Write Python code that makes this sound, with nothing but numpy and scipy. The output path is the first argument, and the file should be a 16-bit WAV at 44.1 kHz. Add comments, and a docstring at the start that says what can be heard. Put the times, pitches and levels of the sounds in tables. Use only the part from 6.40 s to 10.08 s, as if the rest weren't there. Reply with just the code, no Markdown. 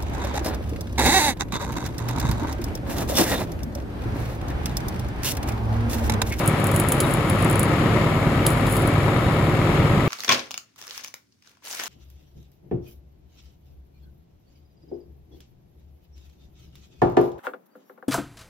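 """A deep throb and a round of metal knocks repeat with each cycle of a single-cylinder diesel engine.
It drives a jaw crusher by belt; partials make the throb, noise bursts the knocks that the hall smears.
Filtered noise is the rush of spinning machinery; sines make a shaft hum, frame thuds and steel pings.
Noise bursts make sharp ticks, as of loose bits of metal, in two spells among random grains of grit."""
import sys
import numpy as np
from scipy import signal
from scipy.fft import rfft, irfft
from scipy.io import wavfile
from scipy.ndimage import uniform_filter1d

SR = 44100
rng = np.random.default_rng(int(sys.argv[2]) if len(sys.argv) > 2 else 0)


def pcm_store(signal):
    """Save signal as 16-bit PCM."""
    levels = np.round(np.clip(np.atleast_2d(signal), -1, 1) * 32767)
    wavfile.write(sys.argv[1], SR, levels.astype(np.int16).T)


N = 162288
CYCLE_HZ = 9.8185  # engine cycles per second


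def from_db(db):
    """Turn decibels into an amplitude gain."""
    return 10 ** (np.asarray(db) / 20)


def rms_one(x):
    """Scale to unit power."""
    return x / np.sqrt(np.mean(x ** 2) + 1e-20)


def in_time(rows):
    """Join the points of a time table by straight lines, at every sample."""
    return np.interp(np.arange(N) / SR, *np.transpose(rows))


def per_bin(points):
    """Read a spectrum table at every frequency bin, along log frequency."""
    hz, value = np.transpose(points)
    bin_hz = np.arange(N // 2 + 1) * SR / N
    return np.interp(np.log(bin_hz + 1e-3), np.log(hz), value)


def coloured(x, spectrum):
    """Filter by a spectrum table, keeping the power of white noise."""
    return irfft(rfft(x) * rms_one(from_db(per_bin(spectrum))), N)


def drift(rate_hz):
    """Low-passed noise with spread 1: slow chance."""
    step = 100  # samples between points of the curve
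    pole = np.exp(-2 * np.pi * rate_hz * step / SR)
    noise = rng.standard_normal(N // step + 2002)
    slow = signal.lfilter([1], [1, -2 * pole, pole * pole], noise)[2000:]  # settled part
    return np.interp(np.arange(N) / step, np.arange(len(slow)), rms_one(slow))


# Stereo width. Each row: frequency in Hz, side against mid in dB.
SIDE_WIDTH = [(60, -19), (130, -13.5), (290, -15), (640, -9.5), (1400, -3.5), (3100, 0), (6000, 1)]
# Stereo lean. Each row: frequency in Hz, left over right in dB.
LEFT_LEAN = [(110, 0), (380, -0.5), (700, 4.5), (1290, 8), (2380, 4), (4400, 9), (7500, 0.5)]


def placed(pair):
    """Mix two unrelated signals to left and right: alike in the bass, leaning left in the middle."""
    mid, side = rfft(pair)
    width = from_db(per_bin(SIDE_WIDTH))
    sign = np.array([[1], [-1]])  # left, right
    both = (mid + sign * width * side) / np.sqrt(1 + width ** 2)
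    lean = from_db(sign * per_bin(LEFT_LEAN) / 2)
    return rms_one(irfft(both * lean, N))


# Tone of the rush. Each row: frequency in Hz, relative density in dB per Hz.
RUSH_SPECTRUM = [(20, -42), (40, -18), (62, -10), (90, -1.5), (135, -1), (180, -4), (340, -4.5), (430, -10),
                 (540, -11), (780, -15), (1300, -16.5), (1550, -19.5), (2200, -20.5), (2700, -22.5),
                 (3700, -29), (5000, -37.5), (6500, -40), (16000, -70)]
# Tone of the thin hiss. Each row: frequency in Hz, relative density in dB per Hz.
HISS_SPECTRUM = [(3000, -31), (5500, -15), (7000, 5), (9000, 2), (11000, -3.5), (14000, 2), (16000, -41)]
RUSH_DB, HISS_DB, RUSH_SURGE_DB = -22.5, -48.5, 0.64
RUSH_PULSE, HISS_PULSE = 0.19, 0.74  # how strongly they swell with the knocks


def rush():
    """Noise of belt, flywheels and exhaust gas under a thin hiss; both swell with the knocks."""
    t = np.arange(N) / SR
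    beat = 0
    for s, db in CYCLE_KNOCKS:
        since_knock = (t - s) % (1 / CYCLE_HZ)
        beat = beat + from_db(db) * np.exp(-since_knock / KNOCK_DECAY_S)
    low_noise = rng.standard_normal((2, N)) * (1 + RUSH_PULSE * beat)
    high_noise = rng.standard_normal((2, N)) * (1 + HISS_PULSE * beat)
    low = placed(coloured(low_noise, RUSH_SPECTRUM))
    high = rms_one(coloured(high_noise, HISS_SPECTRUM))
    return from_db(RUSH_DB + RUSH_SURGE_DB * drift(2.0)) * low + from_db(HISS_DB) * high


SHAFT_HZ = 49.75  # turns per second, a little off the engine's beat
# Shaft hum partials. Each row: multiple of the turning rate, relative level in dB.
SHAFT_PARTIALS = [(2, -30.5), (3, -45), (4, -44.5)]
# How the hum moves. Each row: time in seconds, gain in dB.
SHAFT_GAIN = [(0, 2), (.7, 0), (1.5, -0.5), (1.9, 0), (3.0, 3), (3.68, -2.5)]
# Once-a-turn drone of the unbalance. Each row: time in seconds, level in dB rms.
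UNBALANCE_DRONE = [(0, -48), (.5, -47), (1.0, -33), (1.8, -41), (2.4, -32), (3.1, -33), (3.68, -48)]


def shaft():
    """A hum that beats slowly against the engine, over a deep drone that comes and goes."""
    turn = 2 * np.pi * SHAFT_HZ * np.arange(N) / SR
    hum = 0
    for multiple, db in SHAFT_PARTIALS:
        hum = hum + from_db(db) * np.sin(round(multiple) * turn + 2 * np.pi * rng.random())
    drone = from_db(in_time(UNBALANCE_DRONE)) * np.sin(turn + 2 * np.pi * rng.random())
    return np.sqrt(2) * (from_db(in_time(SHAFT_GAIN)) * hum + drone)


# Dull thuds of the crusher frame. Each row: start in seconds, level in dB.
FRAME_THUDS = [(.383, -18.5), (1.045, -25), (1.40, -22), (1.455, -21), (1.553, -16.5), (2, -21.5),
               (2.2, -20), (2.441, -20), (2.489, -21), (3.072, -18)]
# Modes of the frame. Each row: frequency in Hz, relative level in dB.
FRAME_MODES = [(232, -1.5), (297, 0.5), (358, 0.5)]
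FRAME_T60_S, THUD_ATTACK_S = 0.15, 0.0095


def thuds():
    """Soft, heavy blows set the modes of the crusher frame ringing briefly."""
    t, out = np.arange(SR // 4) / SR, np.zeros(N + SR)
    shape = np.minimum(t / THUD_ATTACK_S, 1) * from_db(-60 * t / FRAME_T60_S)
    for s, db in FRAME_THUDS:
        ring = 0
        for hz, mode_db in FRAME_MODES:
            ring = ring + from_db(mode_db) * np.sin(2 * np.pi * (hz * t + rng.random()))
        start = int(s * SR)
        out[start:start + len(t)] += from_db(db) * shape * ring
    return out[:N]


# Thin pieces of steel that ring once. Each row: start in seconds, pitch in Hz, peak level in dB.
STEEL_PINGS = [(.519, 3100, -33), (.638, 3790, -31.5), (1.227, 4600, -43), (2.845, 3770, -37)]
STEEL_T60_S = 0.1


def pings():
    """Faint metallic rings, each a decaying sine at its own pitch."""
    out = 0
    for s, hz, db in STEEL_PINGS:
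        t = np.clip(np.arange(N) / SR - s, 0, 1)  # the sine is silent until its start
        out = out + from_db(db - 60 * t / STEEL_T60_S) * np.sin(2 * np.pi * hz * t)
    return out


# Ticks. Each row: start in seconds, relative level in dB, ring in seconds,
# lower body against that level in dB.
LOOSE_TICKS = [(0.0602, -20, .0004, -20), (0.076, -10, 0.0016, -28), (0.2008, -28, 0.00045, -20),
               (0.2421, -17.5, 0.00054, -15), (.269, -14.5, 0.00085, -26), (0.3143, -20, 0.0012, -14),
               (0.3615, -12, 0.0011, -17.5), (0.398, -12, 0.002, -16), (0.486, -13, 0.0012, -22),
               (.520, -10, 0.0026, -22), (0.6026, -12.5, 0.0039, -10.5), (0.709, -25, 0.0008, -20),
               (.738, -17, 0.001, -20), (.771, -30, 0.00055, -20), (0.8968, -22, 0.00095, -11),
               (0.8995, -18.5, .0012, -21), (1.024, -21, 0.00078, -24), (1.0463, -18, 0.00086, -23),
               (1.0982, -17.5, 0.00097, -24), (1.111, -20, 0.0009, -22), (1.129, -23, .0005, -22),
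               (1.157, -18, 0.00058, -20), (1.1943, -10, 0.00069, -32), (1.2304, -15.5, 0.0011, -17),
               (2.0637, -17, .002, -5.5), (2.0659, -8.5, 0.0016, -14.5), (2.1031, -23, .0015, -9),
               (2.267, -28.5, 0.0036, -1.5), (2.298, -29, .002, -20), (2.324, -23, .003, -17),
               (2.366, -21, 0.003, -12), (2.421, -26, .001, -20), (2.4733, -22, 0.0024, -20)]
# Tone of ticks and grit. Each row: frequency in Hz, relative density in dB per Hz.
TICK_SPECTRUM = [(1500, -32), (3200, -14.5), (5500, -19.5), (7000, -7), (7800, -2), (8500, 3.5), (10000, 6),
                 (11500, -3), (13000, -1.5), (15500, -9.5)]
# Tone of the lower tick body. Each row: frequency in Hz, relative density in dB per Hz.
TICK_BODY_SPECTRUM = [(300, -12), (1500, -4), (3100, 7.5), (3900, 5), (4700, 3.5), (5200, 0.5), (5750, 0.5),
                      (7000, 4.5), (10000, -5)]
# Fine gritty rattle. 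Each row: time in seconds, relative level in dB.
GRIT_LEVEL = [(0, -42), (.3, -48), (.35, -35), (.45, -43), (.56, -41.5), (.72, -39.5), (.83, -48.5),
              (1.0, -43.5), (1.22, -48), (1.35, -50), (2.05, -51), (2.09, -34), (2.14, -42.5), (2.25, -48),
              (2.31, -34), (2.37, -34), (2.43, -44.5), (2.6, -50), (3.68, -51.5)]
TICK_DB, TICK_ATTACK_S, TICK_TAIL_DB, TICK_TAIL_T60_S = -3.5, 0.00063, -14, 0.098
TICK_TYPICAL_RING_S = 0.00073  # longer rings leave stronger tails
GRIT_PER_S, GRIT_DB, GRIT_CLUMP_DB = 4500, -0.5, 1.5


def rattle():
    """Bright noise ticks with a lower body and a brief tail, among clumps of fine random grains."""
    t = np.arange(SR // 4) / SR
    ticks = np.zeros((2, N + SR))  # bright part, lower body
    for s, db, ring_s, body_db in LOOSE_TICKS:
        crack = np.exp(-np.maximum(t - TICK_ATTACK_S, 0) / ring_s)
        tail = from_db(TICK_TAIL_DB - 60 * t / TICK_TAIL_T60_S)
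        tail = tail * np.sqrt(ring_s / TICK_TYPICAL_RING_S)
        shape = np.minimum(t / TICK_ATTACK_S, 1) * (crack + tail)
        # the loudest millisecond has unit power
        shape = shape / np.sqrt(uniform_filter1d(shape ** 2, size=SR // 1000).max())
        gains = from_db([[db + TICK_DB], [db + body_db]])
        start = int(s * SR)
        ticks[:, start:start + len(t)] += gains * shape * rng.choice([-1, 1], (2, len(t)))
    grains = (rng.random((2, N)) < GRIT_PER_S / SR) * rng.standard_normal((2, N))
    grit_db = GRIT_DB + in_time(GRIT_LEVEL) + GRIT_CLUMP_DB * drift(50)
    grit = from_db(grit_db) * rms_one(grains)
    bright = coloured(ticks[0, :N] + grit, TICK_SPECTRUM)
    return bright + coloured(ticks[1, :N], TICK_BODY_SPECTRUM)


# Knocks of piston, valves and jaw. Each row: seconds into the cycle, relative level in dB.
CYCLE_KNOCKS = [(.007, -3), (.013, 0), (.033, -0.2), (.041, -3.5), (.058, -2.5), (.069, -1), (.085, -0.5),
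                (.094, -0.5)]
# Tone of the knocks. Each row: frequency in Hz, relative density in dB per Hz.
CLATTER_SPECTRUM = [(45, -42), (85, -6), (150, 1.5), (220, -2), (360, -9.5), (450, -5.5), (570, -2.5),
                    (660, -9.5), (780, -5), (870, -12), (1000, -7.5), (1320, -7), (1550, -21), (1750, -13),
                    (2250, -10), (2550, -27.5), (3600, -26), (5000, -34), (16000, -71)]
KNOCK_DECAY_S, KNOCK_SPREAD_DB, KNOCK_JITTER_S = 0.0064, 1.67, 0.00006
HALL_T60_S, HALL_DB, CLATTER_DB = 1.06, -15, -27


def clatter():
    """Each knock has its own noise clang and hall tail, and returns every cycle with varied force."""
    t, out = np.arange(SR) / SR, 0
    shape = np.exp(-t / KNOCK_DECAY_S) + from_db(HALL_DB - 60 * t / HALL_T60_S)
    # begin about a second early so that the hall is already sounding
    cycles = np.arange(-int(CYCLE_HZ), int(N / SR * CYCLE_HZ) + 1) / CYCLE_HZ
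    for s, db in CYCLE_KNOCKS:
        late, force = rng.standard_normal((2, len(cycles)))
        blows = np.zeros(N + 2 * SR)
        starts = ((1 + cycles + s + KNOCK_JITTER_S * late) * SR).astype(int)
        blows[starts] = from_db(db + KNOCK_SPREAD_DB * force)
        clang = shape * rng.standard_normal((2, SR))
        out = out + signal.fftconvolve(blows[None], clang, axes=1)[:, SR:SR + N]
    return from_db(CLATTER_DB) * placed(coloured(out, CLATTER_SPECTRUM))


# Exhaust, shaking and machine hum. Each row: multiple of the cycle rate, relative level in dB.
THROB_PARTIALS = [(4, -41.5), (5, -41), (8, -38.5), (10, -39), (12, -29), (14, -37), (15, -36.5),
                  (16, -31.5), (20, -39.5), (32, -41), (36, -42), (37, -40.5), (38, -42), (45, -38.5),
                  (54, -47.5), (56, -44), (60, -41), (66, -44), (72, -44), (81, -42), (97, -45.5),
                  (102, -49.5), (113, -49), (120, -45), (131, -45.5), (138, -45.5), (150, -50.5),
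                  (230, -52)]
# How the throb moves. Each row: time in seconds, gain in dB.
THROB_GAIN = [(0, -1.5), (.7, -2), (1.3, -2), (1.8, -.5), (2.5, -1.5), (3.1, 1), (3.5, 0), (3.68, 2)]
THROB_WAVER_DB, THROB_WAVER_RAD = 1.07, 0.27
# the firing thump's place in the cycle, and how far the hall scatters its partials
THUMP_S, THUMP_SMEAR_RAD = 0.039, 1.25


def throb():
    """Partials of the firing and of the turning machinery gather into thumps and waver a little."""
    turn, out = 2 * np.pi * CYCLE_HZ * (np.arange(N) / SR - THUMP_S), 0
    for multiple, db in THROB_PARTIALS:
        scatter = THUMP_SMEAR_RAD * rng.standard_normal()
        phase = round(multiple) * turn + scatter + THROB_WAVER_RAD * drift(2.2)
        level = from_db(db + THROB_WAVER_DB * drift(0.64))
        out = out - np.sqrt(2) * level * np.cos(phase)
    return out * from_db(in_time(THROB_GAIN))


# Heavy and slack firings. 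Each row: centre in seconds, bass swell (or sag, if negative) in dB.
FIRING_SURGES = [(.089, 4), (.17, -5), (.349, 3), (.435, 0), (0.529, -6), (0.829, -6), (1.059, 3),
                 (1.613, 6.5), (1.668, 0), (1.716, 4), (1.876, 6), (2.129, 5.5), (2.256, 4), (2.51, -17),
                 (2.586, 2), (2.639, 2), (2.867, 5), (3.403, 5), (3.45, 5), (3.51, 6), (3.579, 7)]
SURGE_WIDTH_S, SURGE_BELOW_HZ = 0.0076, 196
SURGE_SAG_DB = -0.26  # between surges


def surging(x):
    """The engine runs unevenly: its bass swells on heavy firings and sags on slack ones."""
    t, hz = np.arange(N) / SR, np.arange(N // 2 + 1) * SR / N
    swell_db = SURGE_SAG_DB
    for s, db in FIRING_SURGES:
        swell_db = swell_db + db * np.exp(-0.5 * ((t - s) / SURGE_WIDTH_S) ** 2)
    bass = irfft(rfft(x) / (1 + (hz / SURGE_BELOW_HZ) ** 8), N)
    return x + (from_db(swell_db) - 1) * bass


# How clatter and rush move together. 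Each row: time in seconds, gain in dB.
MACHINE_GAIN = [(0, -0.74), (.7, 0), (1.3, 0.5), (2.2, 0.1), (2.9, 0), (3.68, 0.45)]


def scene():
    """Mix the surging machine with the thuds, the loose rattle and the pings."""
    machine = throb() + from_db(in_time(MACHINE_GAIN)) * (clatter() + rush()) + shaft()
    return surging(machine) + thuds() + rattle() + pings()


TREBLE_LAG_S, TREBLE_TURN_RAD, SHARED_ABOVE_HZ = 0.0003175, 1.57, 6300
CUTOFF_HZ = 15800


def record(dry):
    """Both channels share one treble, which reaches the left a little later; the top is cut."""
    hz = np.arange(N // 2 + 1) * SR / N
    left, right = rfft(dry)
    shared = 1 / (1 + (SHARED_ABOVE_HZ / (hz + 1)) ** 16)  # share of power
    lag = np.exp(1j * (TREBLE_TURN_RAD - 2 * np.pi * hz * TREBLE_LAG_S))
    left = np.sqrt(1 - shared) * left + np.sqrt(shared) * right * lag
    top_cut = np.sqrt(1 + (hz / CUTOFF_HZ) ** 160)
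    return irfft(np.array([left, right]) / top_cut, N)


dry = scene()
out = record(dry)
pcm_store(out)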